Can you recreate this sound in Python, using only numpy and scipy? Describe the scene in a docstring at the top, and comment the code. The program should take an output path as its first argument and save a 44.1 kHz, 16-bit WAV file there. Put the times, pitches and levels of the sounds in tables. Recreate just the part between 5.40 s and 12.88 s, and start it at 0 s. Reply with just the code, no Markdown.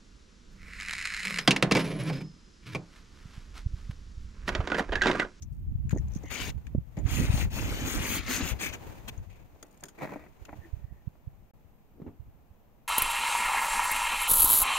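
"""Frost scraped from glass

A pen scrapes quick strokes through the frost on a windshield outdoors, close to a hand-held phone.
Dense random snaps, coloured by the frost and the glass, form the hiss of breaking ice crystals.
Low-frequency noise and brief pressure pulses form the light wind that buffets the two microphone ports.
Around and after the strokes a sleeve rustles (brushed grains) and the phone is bumped and rubbed
(blows and grains pass through its case); later the pen clicks (a cracked barrel rings)."""
import sys
import numpy as np
from scipy import signal
from scipy.fft import rfft, irfft
from scipy.io import wavfile
from scipy.ndimage import uniform_filter1d, map_coordinates

SR = 44100
rng = np.random.default_rng(int(sys.argv[2]) if len(sys.argv) > 2 else 0)


def pcm_store(signal):
    """Save signal as 16-bit PCM."""
    levels = np.round(np.clip(np.atleast_2d(signal), -1, 1) * 32767)
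    wavfile.write(sys.argv[1], SR, levels.astype(np.int16).T)


N = 329762
TIME = np.arange(N) / SR

# All levels in the tables are relative: each source applies its own gain afterwards.
# Noise of the microphones: [f/Hz, level/dB]
HISS_SPECTRUM = [(1000, 0), (4000, -5.5), (6000, -5.5), (9000, -6.5), (10500, -3.5), (12500, 0.5),
                 (15500, -1)]
# Distant outdoor air: [f/Hz, level/dB]
AIR_SPECTRUM = [(20, 1), (70, -11.5), (200, -12), (400, -20), (800, -21), (1500, -32), (2300, -35),
                (3000, -37.5), (4500, -44.5), (6500, -49.5), (15500, -61)]
# Slow rise of the background level, strongest near 650 Hz: [t/s, level/dB]
BACKGROUND_RISE = [(0, -6), (3, 0), (6.6, 0.5), (7.4, 1)]
# Wind turbulence at a port: [f/Hz, level/dB]
BUFFET_SPECTRUM = [(12, -23.5), (30, -5), (60, 3.5), (120, -4), (200, -15), (350, -32), (700, -73.5),
                   (2000, -81.5)]
# Gusts: [middle t/s, half length t/s, left level/dB, right level/dB]
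WIND_GUSTS = [(0.034, 0.2, -32.5, -38), (0.53, 0.23, -27.5, -31), (1.113, 0.07, -30.5, -29.5),
              (1.36, 0.031, -46, -18.5), (1.49, 0.28, -36, -65), (1.785, 0.1, -38, -18.5),
              (1.985, 0.1, -23, -26), (2.296, 0.29, -29.5, -28), (3.004, 0.21, -30.5, -42),
              (3.588, 0.27, -39.5, -45), (4.8, 0.16, -59, -58), (5.343, 0.26, -53, -43.5),
              (5.998, 0.19, -51, -52), (6.816, 0.17, -52, -49.5)]
CALM_DB = -66.5  # the breeze between gusts, on the scale of the gusts
# Strongest eddies that strike a port: [t/s, peak level/dB, pitch f/Hz, port from 0 left to 1 right]
WIND_EDDIES = [(0.136, -40, 132, 0.043), (0.357, -18.5, 83.4, 0), (0.455, -21, 101, 1),
               (0.534, -12, 132, 0.043), (0.764, -22, 120, 1), (1.355, -19, 112, 0.89),
               (1.384, -14.5, 116, 1), (1.579, -21, 136, 0.4), (1.66, -15.5, 85, 1), (1.777, -20, 108, 1),
               (1.801, -17, 140, 1), (1.848, -18.5, 104, 1), (1.903, -11, 87, 0.1),
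               (1.943, -14.5, 126, 0.097), (2.607, -22, 108, 0.72), (3.043, -23.5, 100, 0),
               (3.784, -28, 63, 0.0073), (5.025, -37, 46.4, 1), (5.339, -23.5, 64.6, 1),
               (5.446, -29, 78, 1), (5.678, -23, 102, 1), (5.878, -28.5, 87, 1), (6.804, -33, 74, 1),
               (7.113, -41, 70, 0.94)]
# Brushed cloth: [f/Hz, level/dB]
CLOTH_SPECTRUM = [(150, 9.5), (350, 9), (900, 4), (1300, -3), (2000, -5), (3500, -11.5), (7000, -19),
                  (15500, -18.5)]
# Movements of the sleeve: [middle t/s, half length t/s, level/dB]
SLEEVE_SWELLS = [(0.9, 0.26, -57), (1.7, 0.13, -57), (2.08, 0.041, -54.5), (3.33, 0.31, -50),
                 (3.71, 0.033, -58), (4.2, 1, -64), (5.17, 0.18, -60)]
# Response of the phone's case: [f/Hz, level/dB]
CASE_RESPONSE = [(50, -35), (150, 6.5), (250, 0.5), (500, -0.5), (930, -1.5), (1200, -7.5), (2450, -9.5),
                 (2900, -24), (3300, -23), (3800, -23), (6500, -31.5), (15500, -32)]
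# Resonances of the case: [f/Hz, width f/Hz, level/dB]
CASE_MODES = [(298, 25, 6.5), (636, 49, -4.5), (1930, 58, 3), (2280, 77, -8)]
# Dull, grainy rubs of the hand on the phone: [middle t/s, half length t/s, level/dB]
GRIP_RUBS = [(4.592, 0.0083, -42.5), (4.636, 0.023, -35), (4.72, 0.033, -42), (4.805, 0.04, -51)]
# Dull scuffing noise of the thumps and drags: [f/Hz, level/dB]
SCUFF_SPECTRUM = [(80, -2), (280, -3), (500, -8.5), (1000, -17), (2000, -30), (5000, -38.5)]
# Soft low thumps on the phone; those at 1.35 s and 1.38 s are wind overloading a port:
# [t/s, level/dB, scuff decay t/s, upper band edge f/Hz, pitch f/Hz]
SOFT_THUMPS = [(0.529, -17.5, 0.007, 800, 253), (0.546, -25, 0.0077, 600, 254),
               (0.561, -20.5, 0.0065, 796, 330), (0.572, -32, 0.0027, 800, 436),
               (0.757, -31.5, 0.0049, 495, 260), (1.349, -16.5, 0.0035, 600, 213),
               (1.382, -25, 0.0056, 400, 170), (6.582, -46, .004, 780, 330),
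               (6.600, -38.5, 0.015, 1400, 340), (6.618, -30.5, 0.0054, 3500, 172),
               (6.665, -32, 0.019, 3000, 260), (6.677, -38.5, 0.021, 1800, 276)]
# The palm drags on the case: [middle t/s, half length t/s, level/dB]
PALM_DRAGS = [(6.65, 0.052, -51.5)]
# Hard knocks of the fingers: [t/s, peak level/dB, rattle decay t/s, upper band edge f/Hz, ring f/Hz]
FINGER_KNOCKS = [(0.837, -35, 0.0084, 1000, 318), (1.571, -30, 0.03, 700, 250),
                 (4.161, -47.5, 0.0024, 900, 696), (4.227, -44.5, 0.023, 1720, 398),
                 (4.429, -41, 0.024, 1850, 400), (4.611, -33.5, 0.0068, 4500, 860),
                 (4.621, -30, .003, 2600, 800), (4.631, -30, 0.0032, 1500, 503),
                 (4.641, -30.5, 0.0035, 2800, 600), (4.652, -28.5, 0.0024, 2800, 600),
                 (4.675, -33, .002, 3200, 1700), (4.693, -34.5, 0.0036, 3000, 900),
                 (4.722, -31, 0.017, 1400, 500), (4.759, -29, 0.0043, 930, 666),
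                 (4.864, -43, 0.006, 2800, 1800), (5.084, -40.5, 0.023, 3000, 610),
                 (5.093, -34.5, 0.0024, 3400, 1300), (5.129, -34.5, 0.0064, 1700, 804),
                 (5.755, -51.5, 0.0022, 1500, 900)]
# Squeaks of the rubber glove and the pen: [middle t/s, half length t/s, level/dB, pitch f/Hz, width f/Hz]
SQUEAK_EVENTS = [(0.581, 0.0068, -56, 1860, 300), (0.889, 0.03, -54.5, 2000, 200),
                 (0.897, 0.024, -62, 3000, 660), (0.999, 0.048, -47.5, 2970, 410),
                 (4.637, 0.016, -62, 4020, 510), (5.248, 0.0043, -58, 1850, 180),
                 (5.242, 0.032, -65.5, 1845, 180), (5.263, 0.014, -53.5, 337, 8),
                 (5.51, 0.11, -77, 1860, 200)]
# Clicks of the pen's plastic barrel: [t/s, level/dB, decay t/s]
CLICK_EVENTS = [(4.226, -38, .004), (4.436, -28, 0.0028), (4.453, -48, 0.007), (4.483, -46, 0.0082),
                (5.05, -47, 0.0039)]
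# Resonances of the barrel: [f/Hz, width f/Hz, level/dB]
BARREL_MODES = [(1470, 540, 3.5), (2050, 200, -23), (3270, 370, -1), (5000, 790, -1.5), (6680, 530, 1.5),
                (8800, 270, 2)]
# Small ticks of the pen and the glove: [t/s, peak level/dB, decay t/s, ring f/Hz]
TICK_EVENTS = [(0.021, -39, 0.0083, 5960), (0.493, -35, 0.0026, 1870), (0.494, -42, 0.003, 6700),
               (0.506, -32.5, 0.012, 1590), (0.512, -40, 0.0059, 6670), (0.55, -53, .003, 6520),
               (0.565, -56, .0015, 6500), (0.574, -44.5, 0.0018, 6600), (0.581, -41, 0.0063, 6060),
               (0.683, -53, 0.0015, 6700), (0.719, -49, 0.005, 6000), (0.735, -44, 0.0048, 5960),
               (0.749, -42, 0.0051, 6040), (0.76, -42.5, 0.0046, 5970), (0.771, -49, 0.0033, 6150),
               (0.787, -51, 0.0022, 6050), (0.833, -50, 0.0065, 6300), (0.854, -49, 0.016, 6130),
               (0.881, -50, 0.0055, 6700), (1.267, -37, 0.0062, 1740), (1.567, -38.5, 0.021, 1930),
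               (1.587, -47.5, 0.0087, 6730), (1.663, -41, 0.011, 2400), (3.776, -51, 0.0048, 6400),
               (3.897, -49.5, 0.065, 2330), (4.31, -58, .002, 6800), (4.374, -51, .002, 7800),
               (4.408, -48, 0.0024, 7430), (5.053, -41.5, 0.0037, 2540)]
# Trickles of loose ice crumbs: [middle t/s, half length t/s, level/dB]
CRUMB_TRICKLES = [(0.16, 0.034, -79), (0.62, 0.1, -82), (4.35, 0.1, -76)]
# Strokes of the pen, treble and ring as they are at full speed: [start t/s, length t/s, speeding up t/s,
# slowing down t/s, level/dB, treble level/dB, ring of the glass f/Hz, ring level/dB]
PEN_STROKES = [ (0.896, 0.22, 0.02, 0.027, -40, -13.5, 3120, -4),
               (0.989, 0.06, 0.026, 0.026, -41, -13, 3030, 1),
               (1.648, 0.3, 0.095, 0.17, -40, -6, 2320, 5.5), (1.868, 0.2, 0.1, 0.051, -40, -8, 3020, 2.5),
               (2.095, 0.14, 0.081, 0.062, -43.5, -2.5, 2600, -4),
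               (2.123, 0.63, 0.096, 0.082, -41.5, -12, 2240, 0.5),
               (2.42, 0.19, 0.089, 0.08, -37.5, -5.5, 2320, 1),
               (2.53, .29, 0.23, 0.066, -35, -4, 3330, 5.5), (2.777, 0.12, .04, 0.032, -45.5, -19, 1842, 1),
               (2.849, 0.19, 0.083, 0.083, -32.5, -9.5, 2900, -1.5),
               (2.966, 0.18, 0.12, 0.05, -37, -8.5, 2600, 3.5),
               (3.186, 0.136, 0.033, 0.093, -36, -7.5, 2500, 4),
               (3.322, 0.044, 0.021, 0.036, -39.5, -14, 1820, 5),
               (3.676, 0.027, 0.012, 0.014, -37, -11.5, 2100, -4), ]
SLOW_DULL_DB, SLOW_SAG_HZ = -14.5, 303  # a tip at rest against full speed: less treble, lower ring
# The scraped frost: [f/Hz, level/dB]
FROST_SPECTRUM = [(90, -14), (250, 12.5), (400, 2.5), (650, -1), (1050, 0), (1500, 2), (3000, -1.5),
                  (3900, -5.5), (5000, -7), (6000, -7.5), (7500, -8), (9500, -8.5), (15500, -12)]
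# The pen's place: [t/s, lead of the left port t/ms, left minus right level/dB, low body of the glass level/dB,
# centre of a moving dip in the scrape's lower tone f/Hz, rasp of the frost level/dB]
PEN_PLACES = [(.9, 0.074, 8, -4, 1250, 0), (1.1, -0.018, 2.5, -0.5, 1300, 0),
              (1.7, -0.1, 2.5, 0.5, 1700, 2), (2.4, -0.16, 1.5, 4, 1200, 1), (2.92, 0.0059, 1, -3, 750, 0),
              (3.3, 0.14, 2.5, -3.5, 850, -0.5)]
DIP_ABOVE_RING_HZ = 360  # a freely chosen dip in the scrape's tone, this far above its ring
# Resonances and dips of each sound duct: [f/Hz, half width f/Hz, level/dB]
LEFT_DUCT = [(2490, 360, 5), (6635, 433, 12.5), (7700, 320, -5.5)]
RIGHT_DUCT = [(6150, 2100, -2.5), (7250, 250, 6), (8600, 340, 3)]
# Colour of both microphones: [f/Hz, level/dB]
MIC_RESPONSE = [(9500, 0.5), (10500, -6), (11300, -7), (12200, 4), (15500, 2.5)]
# Everything dips briefly: [from t/s, to t/s]
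DIP_SPAN = (6.112, 6.136)
EDGE_HZ = 15750  # upper band limit


def amp(db):
    """Level definition: twenty decibels are a factor of ten in amplitude."""
    return 10 ** (np.asarray(db) / 20)


def unit(x):
    """Normalization: the signal is scaled to rms 1."""
    return x / np.sqrt(np.mean(x ** 2) + 1e-20)


def peaked(x):
    """Normalization: the signal is scaled to a peak of 1."""
    return x / (np.abs(x).max() + 1e-20)


def colour(x, points, size=4096):
    """Minimum-phase filtering by (f/Hz, level/dB) points: a folded cepstrum keeps attacks sharp."""
    hz, db = np.transpose(points)
    log_bins = np.log(np.fft.rfftfreq(size, 1 / SR) + 1)
    cepstrum = irfft(np.log(amp(np.interp(log_bins, np.log(hz), db))))
    cepstrum[1:size // 2] *= 2
    cepstrum[size // 2 + 1:] = 0
    taps = np.array(irfft(np.exp(rfft(cepstrum))), ndmin=x.ndim)
    return signal.oaconvolve(x, taps, axes=-1)[..., :N]


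def band(x, lo_hz, hi_hz, order=1):
    """Band-pass filtering with gentle slopes."""
    edges = np.clip([lo_hz, hi_hz], 1, SR / 2 - 1)
    return signal.sosfilt(signal.butter(order, edges, "band", fs=SR, output="sos"), x)


def ring(x, hz, width_hz):
    """Resonance: one mode of gain 1 at its centre."""
    return signal.lfilter(*signal.iirpeak(hz, hz / width_hz, fs=SR), x)


def hill(hz, centre_hz, width_hz):
    """Resonance curve: a bell over frequency, of height 1."""
    return 1 / (1 + ((hz - centre_hz) / width_hz) ** 2)


def shade(x, field_db):
    """Time-varying filtering: field_db(t/s, f/Hz) gives the gain in dB."""
    hz, t, z = signal.stft(x, SR, nperseg=512)
    shaded = z * amp(field_db(t[None], hz[:, None]))
    return signal.istft(shaded, SR, nperseg=512)[1][..., :N]


def patches(t, hz, size):
    """Random texture of rms 1: noise smoothed over steps of 86 Hz and of 6 ms."""
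    texture = rng.standard_normal((hz.size, t.size))
    texture = uniform_filter1d(texture, size=size[0], axis=0)
    return unit(uniform_filter1d(texture, size=size[1], axis=1))


def drift(rate_hz):
    """Random modulation: a wander of rms 1, up to the given rate."""
    steps = rng.standard_normal(N // 20)
    return unit(np.interp(2 * rate_hz * TIME, np.arange(len(steps)), steps))


def swells(rows):
    """Power addition of bell-shaped swells (middle t/s, half length t/s, level/dB), as a gain."""
    return np.sqrt(sum(amp(db) ** 2 * np.exp(-((TIME - s) / half) ** 2) for s, half, db in rows))


def grains(per_s, spread_db):
    """Shot noise: random clicks of uneven size in three streams, shared, left only and right only."""
    size = amp(spread_db * np.minimum(rng.exponential(1, (3, N)), 4))
    sign = rng.choice([-1, 1], (3, N))
    return unit(size * sign * (rng.random((3, N)) < per_s / SR))


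def ports(streams, apart_db):
    """Partial coherence: each port hears a shared stream and one of its own."""
    return unit(streams[0] + amp(apart_db) * streams[1:])


def burst(noise, s, length, rise_s):
    """Transient envelope: stereo noise swells quickly and decays exponentially."""
    t = TIME[:SR // 6]
    piece = unit(noise[:, round(s * SR):][:, :len(t)])
    return piece * np.exp(-t / length) * (1 - np.exp(-t / rise_s)) ** 2


def delay(x, ms):
    """Propagation delay by a moving time, interpolated between samples."""
    return map_coordinates(x, [np.arange(N) - ms * SR / 1000], order=3)


def add(mix, s, sound):
    """Superposition: a stereo sound is summed into the mix at a time."""
    part = mix[:, max(0, round(s * SR)):][:, :sound.shape[1]]
    part += sound[:, :part.shape[1]]


def duct(x, hills):
    """Duct resonance: peaks and dips colour what reaches one microphone."""
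    response = [(f, sum(db * hill(f, hz, width) for hz, width, db in hills))
                for f in np.linspace(1, SR / 2, 200)]
    return colour(x, response)


def case(x):
    """Modal response of the phone's case to a force: a dull body with a few firm rings."""
    rings = sum(amp(db) * ring(x, hz, width) for hz, width, db in CASE_MODES)
    return colour(x + rings, CASE_RESPONSE)


def hiss(gain_db=-76.5):
    """Incoherent self-noise: the microphones hiss steadily, unrelated at the two ports."""
    return amp(gain_db) * unit(colour(rng.standard_normal((2, N)), HISS_SPECTRUM))


def air(gain_db=-61, shared_gain=0.86, swell_db=-0.22):
    """Coherence of ambient noise: the quiet outdoor air is more alike at the two ports in the bass."""
    left, right, common = rng.standard_normal((3, N))
    noise = np.array([left, right]) + shared_gain * band(common, lo_hz=58.4, hi_hz=1480)

    def background_rise(t, hz):
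        """Slow rise of the background level, strongest near 650 Hz."""
        return np.interp(t, *np.transpose(BACKGROUND_RISE)) * hill(hz, centre_hz=650, width_hz=800)

    noise = shade(unit(colour(noise, AIR_SPECTRUM)), background_rise)
    return amp(gain_db + swell_db * drift(rate_hz=0.41)) * noise


def wind(gain_db=-2, lump_db=5.5, eddy_db=2.5, crest=5.7):
    """Turbulent pressure: gusts swell over a breeze; an eddy is a brief suction between two pushes."""
    s, half, *ports_db = np.transpose(WIND_GUSTS)
    force = np.array([np.hypot(swells(zip(s, half, db)), amp(CALM_DB)) for db in ports_db])
    lumps = []
    for _ in ports_db:
        turbulence = colour(rng.standard_normal(N), BUFFET_SPECTRUM)
        lumps.append(unit(turbulence * amp(lump_db * drift(rate_hz=20.0))))
    out = crest * np.tanh(np.array(lumps) / crest) * force * amp(gain_db)  # soft limit on the lumps
    t = TIME[:SR // 10] - TIME[SR // 20]
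    for s, db, hz, port in WIND_EDDIES:
        u = (np.pi * hz * t) ** 2
        right = np.clip(port, 0, 1)
        pulse = amp(db + eddy_db) * (2 * u - 1) * np.exp(-u)
        add(out, s + t[0], np.outer([1 - right, right], pulse))
    return out


def sleeve(gain_db=1, flutter_db=2.0):
    """Friction of cloth: fibres of the jacket brush over each other in dense grains."""
    fibres = ports(colour(grains(per_s=6600, spread_db=1), CLOTH_SPECTRUM), apart_db=10.0)
    return fibres * swells(SLEEVE_SWELLS) * amp(gain_db + flutter_db * drift(rate_hz=36))


def grip(gain_db=-2):
    """Stick-slip friction: the hand slips in uneven grains, heard through the phone's case."""
    slips = grains(per_s=2600, spread_db=2.5) * amp(1.8 * drift(rate_hz=130))
    return ports(case(slips), apart_db=1) * swells(GRIP_RUBS) * amp(gain_db)


def thumps(gain_db=0, decay_cycles=1.0, scuff_db=-12, hum_hz=290):
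    """Damped oscillation: a thump is a brief low swing with a scuff; a dragging palm makes the case hum."""
    scuff = ports(colour(grains(per_s=9000, spread_db=-0.5), SCUFF_SPECTRUM), apart_db=-2)
    out = unit(ring(scuff, hum_hz, width_hz=98)) * swells(PALM_DRAGS)
    for s, db, length, dull_hz, hz in SOFT_THUMPS:
        slide = amp(scuff_db) * burst(scuff, s, length, rise_s=0.00046)
        turns = hz * TIME[:slide.shape[1]]
        swing = np.sin(2 * np.pi * turns) * np.exp(-turns / decay_cycles)
        add(out, s, amp(db + gain_db) * band(swing + slide, lo_hz=60, hi_hz=dull_hz, order=2))
    return out


def knocks(gain_db=0, rattle_db=-17, ring_db=3, width_hz=260):
    """Impulse response: a sharp blow and a rattle ring the case according to where it is struck."""
    out = np.zeros((2, N))
    grit = ports(grains(per_s=4000, spread_db=1.5), apart_db=-1.5)
    for s, db, length, dull_hz, hz in FINGER_KNOCKS:
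        rattle = amp(rattle_db) * burst(grit, s, length, rise_s=0.0011)
        blow = case(rattle + signal.unit_impulse(rattle.shape[1]))
        blow = blow + amp(ring_db) * ring(blow, hz, width_hz)
        blow = band(blow, lo_hz=90, hi_hz=dull_hz, order=2)
        add(out, s, amp(db + gain_db) * peaked(blow))
    return out


def squeaks(gain_db=0):
    """Friction tones: brief slips sing in a narrow band, as noise through two equal resonances."""
    out = np.zeros((2, N))
    t = TIME[:SR] - TIME[SR // 2]
    for s, half, db, hz, width in SQUEAK_EVENTS:
        slips = ports(rng.standard_normal((3, SR)), apart_db=-3.5)
        tone = ring(ring(slips, hz, width), hz, width)
        bell = np.exp(-(t / half) ** 2 / 2)
        squeak = unit(tone * bell) * np.sqrt(np.mean(bell ** 2))  # a short bell keeps its small energy
        add(out, s + t[0], amp(db + gain_db) * squeak)
    return out


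def clicks(gain_db=0, crack_db=-15):
    """Modal excitation: a hard crack rings the barrel of the pen."""
    crack = ports(grains(per_s=9900, spread_db=-1.0), apart_db=6.5)
    modes = sum(amp(db) * ring(crack, hz, width) for hz, width, db in BARREL_MODES)
    barrel = unit(amp(crack_db) * crack + modes)
    out = np.zeros((2, N))
    for s, db, length in CLICK_EVENTS:
        add(out, s, amp(db + gain_db) * burst(barrel, s, length, rise_s=0.0012))
    return out


def ticks(gain_db=0, ring_db=20, width_hz=520):
    """Transient resonance: each tick is a short spill of tiny snaps with one broad ring."""
    out = np.zeros((2, N))
    snaps = band(ports(grains(per_s=6900, spread_db=6), apart_db=16), lo_hz=774, hi_hz=9400)
    for s, db, length, hz in TICK_EVENTS:
        spill = burst(snaps, s, length, rise_s=0.0007)
        tick = spill + amp(ring_db) * ring(spill, hz, width_hz)
        add(out, s, amp(db + gain_db) * peaked(tick))
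    return out


def crumbs(gain_db=0):
    """Random impacts: bits of ice drop on the glass, a few dozen a second, each a tiny bright click."""
    t = TIME[:SR // 50]
    click = rng.standard_normal(len(t)) * np.exp(-t / 0.0024)
    impacts = ports(grains(per_s=35, spread_db=-1.5), apart_db=2)
    drops = signal.oaconvolve(impacts, click[None], axes=1)[:, :N]
    return unit(band(drops, lo_hz=5100, hi_hz=12900)) * swells(CRUMB_TRICKLES) * amp(gain_db)


def stroking(t):
    """Kinematics of a stroke: gain, treble/dB and ring (f/Hz, level/dB) follow the speed of the tip."""
    start, length, rise, release, db, treble_db, ring_hz, ring_db = np.transpose(PEN_STROKES)
    age = t[..., None] - start
    ramp = np.clip(np.minimum(age / rise, (length - age) / release), 0, 1)
    speed = np.sin(np.pi / 2 * ramp)
    power = (amp(db) * speed) ** 2 + 1e-20
    slowness = 1 - speed
    tone = (treble_db + SLOW_DULL_DB * slowness, ring_hz - SLOW_SAG_HZ * slowness, ring_db)
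    total = power.sum(-1)
    # overlapping strokes share their tone in proportion to power
    return np.sqrt(total), *((value * power).sum(-1) / total for value in tone)


def pen(gain_db=-1, chatter_db=-0.26, glass_db=-1, treble_db=8, width_hz=300, dip_depth=0.45,
        low_dip_db=4, patchy_db=2.0, crunch_db=2.0):
    """Fracture noise: the tip catches, slips and snaps thousands of crystals a second; the glass spreads it."""
    place_s, lead_ms, pan_db, body_db, low_dip_hz, rasp_db = np.transpose(PEN_PLACES)

    def glass(t, hz):
        """Speed brightens the sound, ring and dips move, and the frost breaks in uneven flakes."""
        _, bright_db, ring_hz, ring_db = stroking(t)
        spray = (bright_db + treble_db) * hz ** 4 / (hz ** 4 + 6500. ** 4)  # treble shelf
        body = np.interp(t, place_s, body_db) / (1 + (hz / 900) ** 4)  # bass shelf
        dip = dip_depth * hill(hz, ring_hz + DIP_ABOVE_RING_HZ, width_hz)
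        ringing = ring_db * (hill(hz, ring_hz, width_hz) - dip)
        low_dip = low_dip_db * hill(hz, np.interp(t, place_s, low_dip_hz), width_hz)
        rasp = np.interp(t, place_s, rasp_db) * hill(hz, centre_hz=4030, width_hz=1100)
        # narrow lasting patches, then wide brief ones
        flakes = patchy_db * patches(t, hz, size=(3, 18)) + crunch_db * patches(t, hz, size=(24, 2))
        return spray + rasp + body + ringing - low_dip + flakes

    snaps = shade(unit(colour(grains(per_s=7500, spread_db=2.0), FROST_SPECTRUM)), glass)
    snaps = snaps * stroking(TIME)[0] * amp(gain_db + chatter_db * drift(rate_hz=90))
    direct = np.array([snaps[0], delay(snaps[0], np.interp(TIME, place_s, lead_ms))])
    heard = direct + amp(glass_db) * snaps[1:]
    return heard * amp(np.outer([.5, -.5], np.interp(TIME, place_s, pan_db)))


def scene():
    """Superposition at the two ports: ducts colour all sources but the wind and the self-noise."""
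    surroundings = air() + sleeve()
    phone = grip() + thumps() + knocks()
    scraping = squeaks() + clicks() + ticks() + crumbs() + pen()
    left, right = surroundings + phone + scraping
    return np.array([duct(left, LEFT_DUCT), duct(right, RIGHT_DUCT)]) + wind() + hiss()


def record(dry):
    """Microphone colour, then the level dips briefly, then the band limit."""
    dipping = (TIME > DIP_SPAN[0]) & (TIME < DIP_SPAN[1])
    dip = uniform_filter1d(np.where(dipping, amp(-51.0), 1), size=150)
    edge = signal.firwin(511, EDGE_HZ, window=("kaiser", 9), fs=SR)
    return signal.oaconvolve(colour(dry, MIC_RESPONSE) * dip, edge[None], "same")


dry = scene()
out = record(dry)
pcm_store(out)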